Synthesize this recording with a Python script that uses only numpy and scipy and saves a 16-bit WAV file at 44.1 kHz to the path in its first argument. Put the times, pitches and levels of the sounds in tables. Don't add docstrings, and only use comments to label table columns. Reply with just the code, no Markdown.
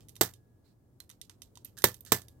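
import sys
import numpy as np
from scipy import signal
from scipy.fft import rfft, irfft, next_fast_len
from scipy.io import wavfile

SR = 44100
rng = np.random.default_rng(int(sys.argv[2]) if len(sys.argv) > 2 else 0)


def transcribe(u):
    v = np.clip(np.atleast_2d(u).T, -1, 1)
    q = np.round(v * 32767).astype(np.int16)
    wavfile.write(sys.argv[1], SR, q)


N = 105840
AGE = np.arange(SR // 4) / SR

# f/Hz, relative level/dB
RUMBLE_SPECTRUM = [(15, -49.5), (25, -18), (114, 1.5), (153, -9), (335, -12.5), (818, -27), (2610, -45),
                   (16000, -42)]
# t/s, gain/dB
RUMBLE_SWELL = [(0, 6.5), (0.401, 2.5), (.8, 0.5), (1.6, 4.5), (2.4, 5.5)]
# f/Hz, relative level/dB
SLIDE_COLOUR = [(3300, -5.5), (4200, 6), (6800, -6), (8600, -2), (10000, -7.5)]
# t/s, f/Hz, level/dB
PINGS = [(1.004, 4140, -38.5), (1.572, 977, -50), (1.649, 13300, -31), (2.007, 13750, -37.5)]
# t/s, length/s, relative slip level/dB, strongest resonance f/Hz, its relative level/dB
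SCRAPES = [(0.001, 0.0042, -56.5, 3480, -62), (1.651, 0.0053, -54.5, 3180, -61),
           (1.77, 0.018, -51.5, 1620, -56.5), (2.058, 0.024, -57, 1750, -63.5),
           (2.064, 0.004, -52, 4790, -65)]
# t/s, then relative level/dB of the lows, the middle and the treble
TICKS = [(0.0852, -99, -53, -49), (0.0927, -100, -51, -49), (0.1548, -87, -53, -50.5),
         (0.1641, -60.5, -46.5, -47.5), (0.2394, -62, -40, -53), (0.29, -57.5, -53.5, -77),
         (0.3372, -72.5, -50.5, -51.5), (1.002, -58.5, -45.5, -43.5), (1.0933, -68, -56, -49),
         (1.0999, -56.5, -46.5, -50.5), (1.1127, -70, -50.5, -59.5), (1.2145, -65, -39, -43.5),
         (1.296, -58.5, -45.5, -52), (1.419, -62.5, -42, -45.5), (1.555, -77, -50.5, -57.5),
         (1.573, -68, -46.5, -55), (1.6471, -84, -48.5, -41), (1.7865, -76.5, -43.5, -39.5),
         (1.82, -54, -41.5, -41), (1.9428, -69, -45.5, -43), (2.008, -82, -58, -48.5),
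         (2.05, -67, -53, -46), (2.218, -67, -49, -49.5), (2.2834, -86, -51.5, -50.5)]
# f/Hz, relative level/dB
TICK_COLOUR = [(300, -17), (1000, 2), (2000, -1.5), (4000, 8), (8500, 6), (10000, -2.5), (13000, 4),
               (16000, -9)]
# f/Hz, relative level/dB
METAL_MODES = [(2000, 1), (3110, -4), (3680, -1), (5850, 0.5), (6470, 0), (8760, 2), (10700, 3),
               (12000, -9.5)]
# t/s, relative blow level/dB, thud gain/dB, treble gain/dB, lingering ring level/dB,
# body resonance f/Hz, its relative level/dB, hollow band f/Hz, relative bolt level/dB
CLACKS = [(0.21, 1, 1, -4.5, -79, 780, -24, 564.6, -17), (1.8405, 2.5, 3, -6, -94, 544, -29.5, 713, -32),
          (2.1198, 1.5, 3, -4.5, -77, 292, -28.5, 508, -14.5)]
# f/Hz, relative level/dB
CRACK_COLOUR = [(130, -24.5), (350, -3.5), (900, -6), (1800, -7), (2500, -10.5), (3500, -4), (4800, -1),
                (6800, -1), (7650, 1), (8500, -1), (10000, -5), (12500, 4.5), (16000, -2.5)]
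# f/Hz, relative level/dB, t60/s
THUD_MODES = [(90.6, -41.5, 0.32), (118, -33.5, 0.18), (181, -37.5, .17), (229, -37.5, 0.13),
              (275.5, -35.5, 0.1), (361.5, -25, 0.061), (440.5, -26.5, 0.055), (489, -37.5, .15),
              (720.4, -25.5, 0.037), (1466, -33, 0.035), (1752, -35, 0.15)]
# f/Hz, gain/dB
LEFT_SHADE = [(300, 0), (700, 2), (1300, 1), (2400, -2), (4400, -9), (6000, -16), (8200, -28), (11500, -16),
              (15000, -15)]

ALIKE_BELOW_HZ, RUMBLE_ALIKE_HZ, BASS_ALIKE = 1200, 457, 0.94
RUMBLE_DB = -64.5
ROOM_T60_S, ROOM_BUILD_S, TAIL_ROUGH_DB = 0.15, 0.0077, 3.2
SLIDE_S, SLIDE_PEAK_S, SLIDE_END_S, SLIDE_DB = 0.639, 0.664, 0.74, -67
PING_T60_S, PING_ROOM_DB = 0.028, -17
SLIPS_PER_S, SLIP_SPREAD_DB, SCRAPE_T60_S, SCRAPE_ROOM_DB, SCRAPE_Q = 520, 3, 0.042, -3, 7.9
TICK_DB, TICK_HOLD_S, TICK_T60_S, TICK_ROOM_DB = -1.5, 0.001, 0.015, -12
METAL_DB, METAL_T60_S, METAL_SPREAD_DB = -10.5, 0.03, 2.4
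PUSH_DB, PUSH_S = -16, 0.00013
CRACK_DB, CRACK_HOLD_S, CRACK_T60_S, CRACK_ROUGH_DB = -9, 0.0018, 0.033, -3.5
REBOUND_S, REBOUND_DB, CLACK_ROOM_DB = 0.0015, 1, -5.5
RATTLES_PER_S, RATTLE_DB, RATTLE_T60_S = 490, -19, 0.1
RATTLE_RING_DB, RATTLE_RING_T60_S = -21.5, 0.039
BOLT_HZ, BOLT_T60_S, BODY_T60_S = 7620, 0.06, 0.029
THUD_RISE_CYCLES, THUD_SPREAD_RAD, THUD_DETUNE = 0.09, 0.54, 0.006
HOLLOW_DB, HOLLOW_WIDTH = -8.5, 1.18
LINGER_HZ, LINGER_T60_S = 1670, 2.5
LOW_CUT_HZ, CUTOFF_HZ = 62, 16100


def from_db(db):
    return 10 ** (np.asarray(db) / 20)


def fade(t60, hold=0, age=AGE):
    return from_db(-60 * np.maximum(age - hold, 0) / t60)


def sine(hz, age=AGE, phase=0):
    return np.sin(2 * np.pi * hz * age + phase)


def add(track, s, sound):
    start = max(int(s * SR), 0)
    part = sound[..., :N - start]
    track[:, start:start + part.shape[-1]] += part


def colour(x, points):
    size = 2 * next_fast_len(x.shape[-1])
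    hz, db = np.transpose(points)
    grid = np.maximum(np.fft.rfftfreq(size, 1 / SR), 1)
    gain_db = np.interp(np.log(grid), np.log(hz), db)
    cepstrum = irfft(np.log(from_db(gain_db)))
    cepstrum[1:size // 2] *= 2
    cepstrum[size // 2 + 1:] = 0
    response = np.exp(rfft(cepstrum))
    return irfft(rfft(x, size) * response)[..., :x.shape[-1]]


def stereo_noise(size, alike_hz):
    mid, side = rfft(rng.standard_normal((2, size)))
    alike = BASS_ALIKE / (1 + (np.fft.rfftfreq(size, 1 / SR) / alike_hz) ** 2)
    common = np.sqrt(1 + alike) * mid
    opposed = np.sqrt(1 - alike) * side * [[1], [-1]]
    return irfft(common + opposed, size) / np.sqrt(2)


def ragged(depth_db):
    knots = AGE[::SR // 600]
    return from_db(depth_db * np.interp(AGE, knots, rng.standard_normal(len(knots))))


def rumble():
    noise = colour(stereo_noise(N + SR, RUMBLE_ALIKE_HZ), RUMBLE_SPECTRUM)[:, SR:]
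    swell_db = np.interp(np.arange(N) / SR, *np.transpose(RUMBLE_SWELL))
    return from_db(RUMBLE_DB + swell_db) * noise / noise.std()


def reflections():
    build_up = 1 - np.exp(-(AGE / ROOM_BUILD_S) ** 2)
    returns = stereo_noise(len(AGE), ALIKE_BELOW_HZ) * ragged(TAIL_ROUGH_DB)
    return returns * fade(ROOM_T60_S) * build_up


def in_room(sound, room_db):
    walls = reflections()
    answer = walls / np.linalg.norm(walls[0])
    return sound + from_db(room_db) * signal.fftconvolve(sound[None], answer)[:, :len(AGE)]


def slide():
    pressure = np.interp(np.arange(N) / SR, [SLIDE_S, SLIDE_PEAK_S, SLIDE_END_S], [0, 1, 0])
    rub = colour(stereo_noise(N, ALIKE_BELOW_HZ), SLIDE_COLOUR)
    return from_db(SLIDE_DB) * np.sqrt(pressure) * rub


def pings():
    out = np.zeros((2, N))
    for s, hz, db in PINGS:
        ring = from_db(db) * sine(hz) * fade(PING_T60_S)
        add(out, s, in_room(ring, PING_ROOM_DB))
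    return out


def contacts(rate):
    chance = rng.random(len(AGE))
    sign, strength = rng.standard_normal((2, len(AGE)))
    gain = from_db(SLIP_SPREAD_DB * np.clip(strength, -2, 2))
    clicks = (chance < rate / SR) * np.sign(sign) * gain
    return clicks / (clicks.std() + 1e-9)


def scrapes():
    out = np.zeros((2, N))
    high_pass = signal.butter(2, 2000, "high", fs=SR, output="sos")
    for s, length, db, hz, ring_db in SCRAPES:
        slips = contacts(SLIPS_PER_S) * fade(SCRAPE_T60_S, length)
        bandwidth_gain = np.sqrt(SCRAPE_Q * SR / (np.pi * hz))
        ring = signal.lfilter(*signal.iirpeak(hz, SCRAPE_Q, fs=SR), slips) * bandwidth_gain
        rasp = colour(signal.sosfilt(high_pass, slips), TICK_COLOUR)
        add(out, s, in_room(from_db(db) * rasp + from_db(ring_db) * ring, SCRAPE_ROOM_DB))
    return out


def metal_ring(t60):
    ring = np.zeros(len(AGE))
    for hz, db in METAL_MODES:
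        strength = from_db(db + rng.normal(0, METAL_SPREAD_DB))
        ring += strength * sine(hz, phase=rng.uniform(0, 2 * np.pi))
    return fade(t60) * ring


def chatter(hold, t60, room_db):
    burst = stereo_noise(len(AGE), ALIKE_BELOW_HZ) * fade(t60, hold)
    return burst + from_db(room_db) * reflections()


def ticks():
    out = np.zeros((2, N))
    edges_hz = ((850, 2200), (2500, 9000), (9800, 15000))
    bands = [signal.butter(3, edges, "band", fs=SR, output="sos") for edges in edges_hz]
    for s, *band_dbs in TICKS:
        metal = from_db(METAL_DB) * metal_ring(METAL_T60_S)
        source = colour(chatter(TICK_HOLD_S, TICK_T60_S, TICK_ROOM_DB) + metal, TICK_COLOUR)
        for sos, db in zip(bands, band_dbs):
            part = signal.sosfilt(sos, source)
            onset_level = part[:, :SR // 200].std(axis=1, keepdims=True)
            add(out, s, from_db(TICK_DB + db) * part / onset_level)
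    return out


def rattle():
    answer = (AGE == 0) + from_db(RATTLE_RING_DB) * metal_ring(RATTLE_RING_T60_S)
    hits = contacts(RATTLES_PER_S) * fade(RATTLE_T60_S)
    clatter = signal.fftconvolve(hits, answer / np.linalg.norm(answer))
    return from_db(RATTLE_DB) * clatter[:len(AGE)]


def air_push():
    x = AGE / PUSH_S
    return -from_db(PUSH_DB) * x * (1 - x / 4) * np.exp(1 - x)


def crack():
    first = fade(CRACK_T60_S, CRACK_HOLD_S)
    second = from_db(REBOUND_DB) * (AGE > REBOUND_S) * fade(CRACK_T60_S / 2, REBOUND_S)
    burst = stereo_noise(len(AGE), ALIKE_BELOW_HZ) * (first + second) * ragged(CRACK_ROUGH_DB)
    burst_in_room = burst + from_db(CLACK_ROOM_DB) * reflections()
    return colour(from_db(CRACK_DB) * burst_in_room + rattle(), CRACK_COLOUR)


def thud(body_hz, body_db):
    out = from_db(body_db) * -sine(body_hz) * fade(BODY_T60_S)
    for hz, db, t60 in THUD_MODES:
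        cycles = hz * (1 + rng.normal(0, THUD_DETUNE)) * AGE
        side_phase = rng.normal(0, THUD_SPREAD_RAD, (2, 1)) * np.sqrt(2 * hz / ALIKE_BELOW_HZ)
        phase = rng.uniform(0, 2 * np.pi) + side_phase
        swing = sine(1, cycles, phase) * (1 - np.exp(-cycles / THUD_RISE_CYCLES))
        out = out + from_db(db) * swing * fade(t60)
    return out


def clacks():
    out, long_age = np.zeros((2, N)), np.arange(N) / SR
    for s, db, thud_db, treble_db, linger_db, body_hz, body_db, hollow_hz, bolt_db in CLACKS:
        bolt = from_db(bolt_db) * sine(BOLT_HZ) * fade(BOLT_T60_S)
        sharp = colour(air_push() + crack() + bolt, [(2000, 0.031), (6000, treble_db)])
        blow = from_db(db) * sharp + from_db(thud_db) * thud(body_hz, body_db)
        hollow = [(hollow_hz / HOLLOW_WIDTH, 0), (hollow_hz, HOLLOW_DB), (hollow_hz * HOLLOW_WIDTH, 0)]
        add(out, s, colour(blow, hollow))
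        linger = sine(LINGER_HZ, long_age) * fade(LINGER_T60_S, age=long_age)
        add(out, s, from_db(linger_db) * linger)
    return signal.sosfilt(signal.butter(3, LOW_CUT_HZ, "high", fs=SR, output="sos"), out)


def scene():
    left, right = slide() + pings() + scrapes() + ticks() + clacks()
    return rumble() + np.array([colour(left, LEFT_SHADE), right])


def record(dry):
    low_pass = signal.ellip(12, 0.1, 80, CUTOFF_HZ, fs=SR, output="sos")
    return signal.sosfilt(low_pass, np.tanh(dry))


dry = scene()
out = record(dry)
transcribe(out)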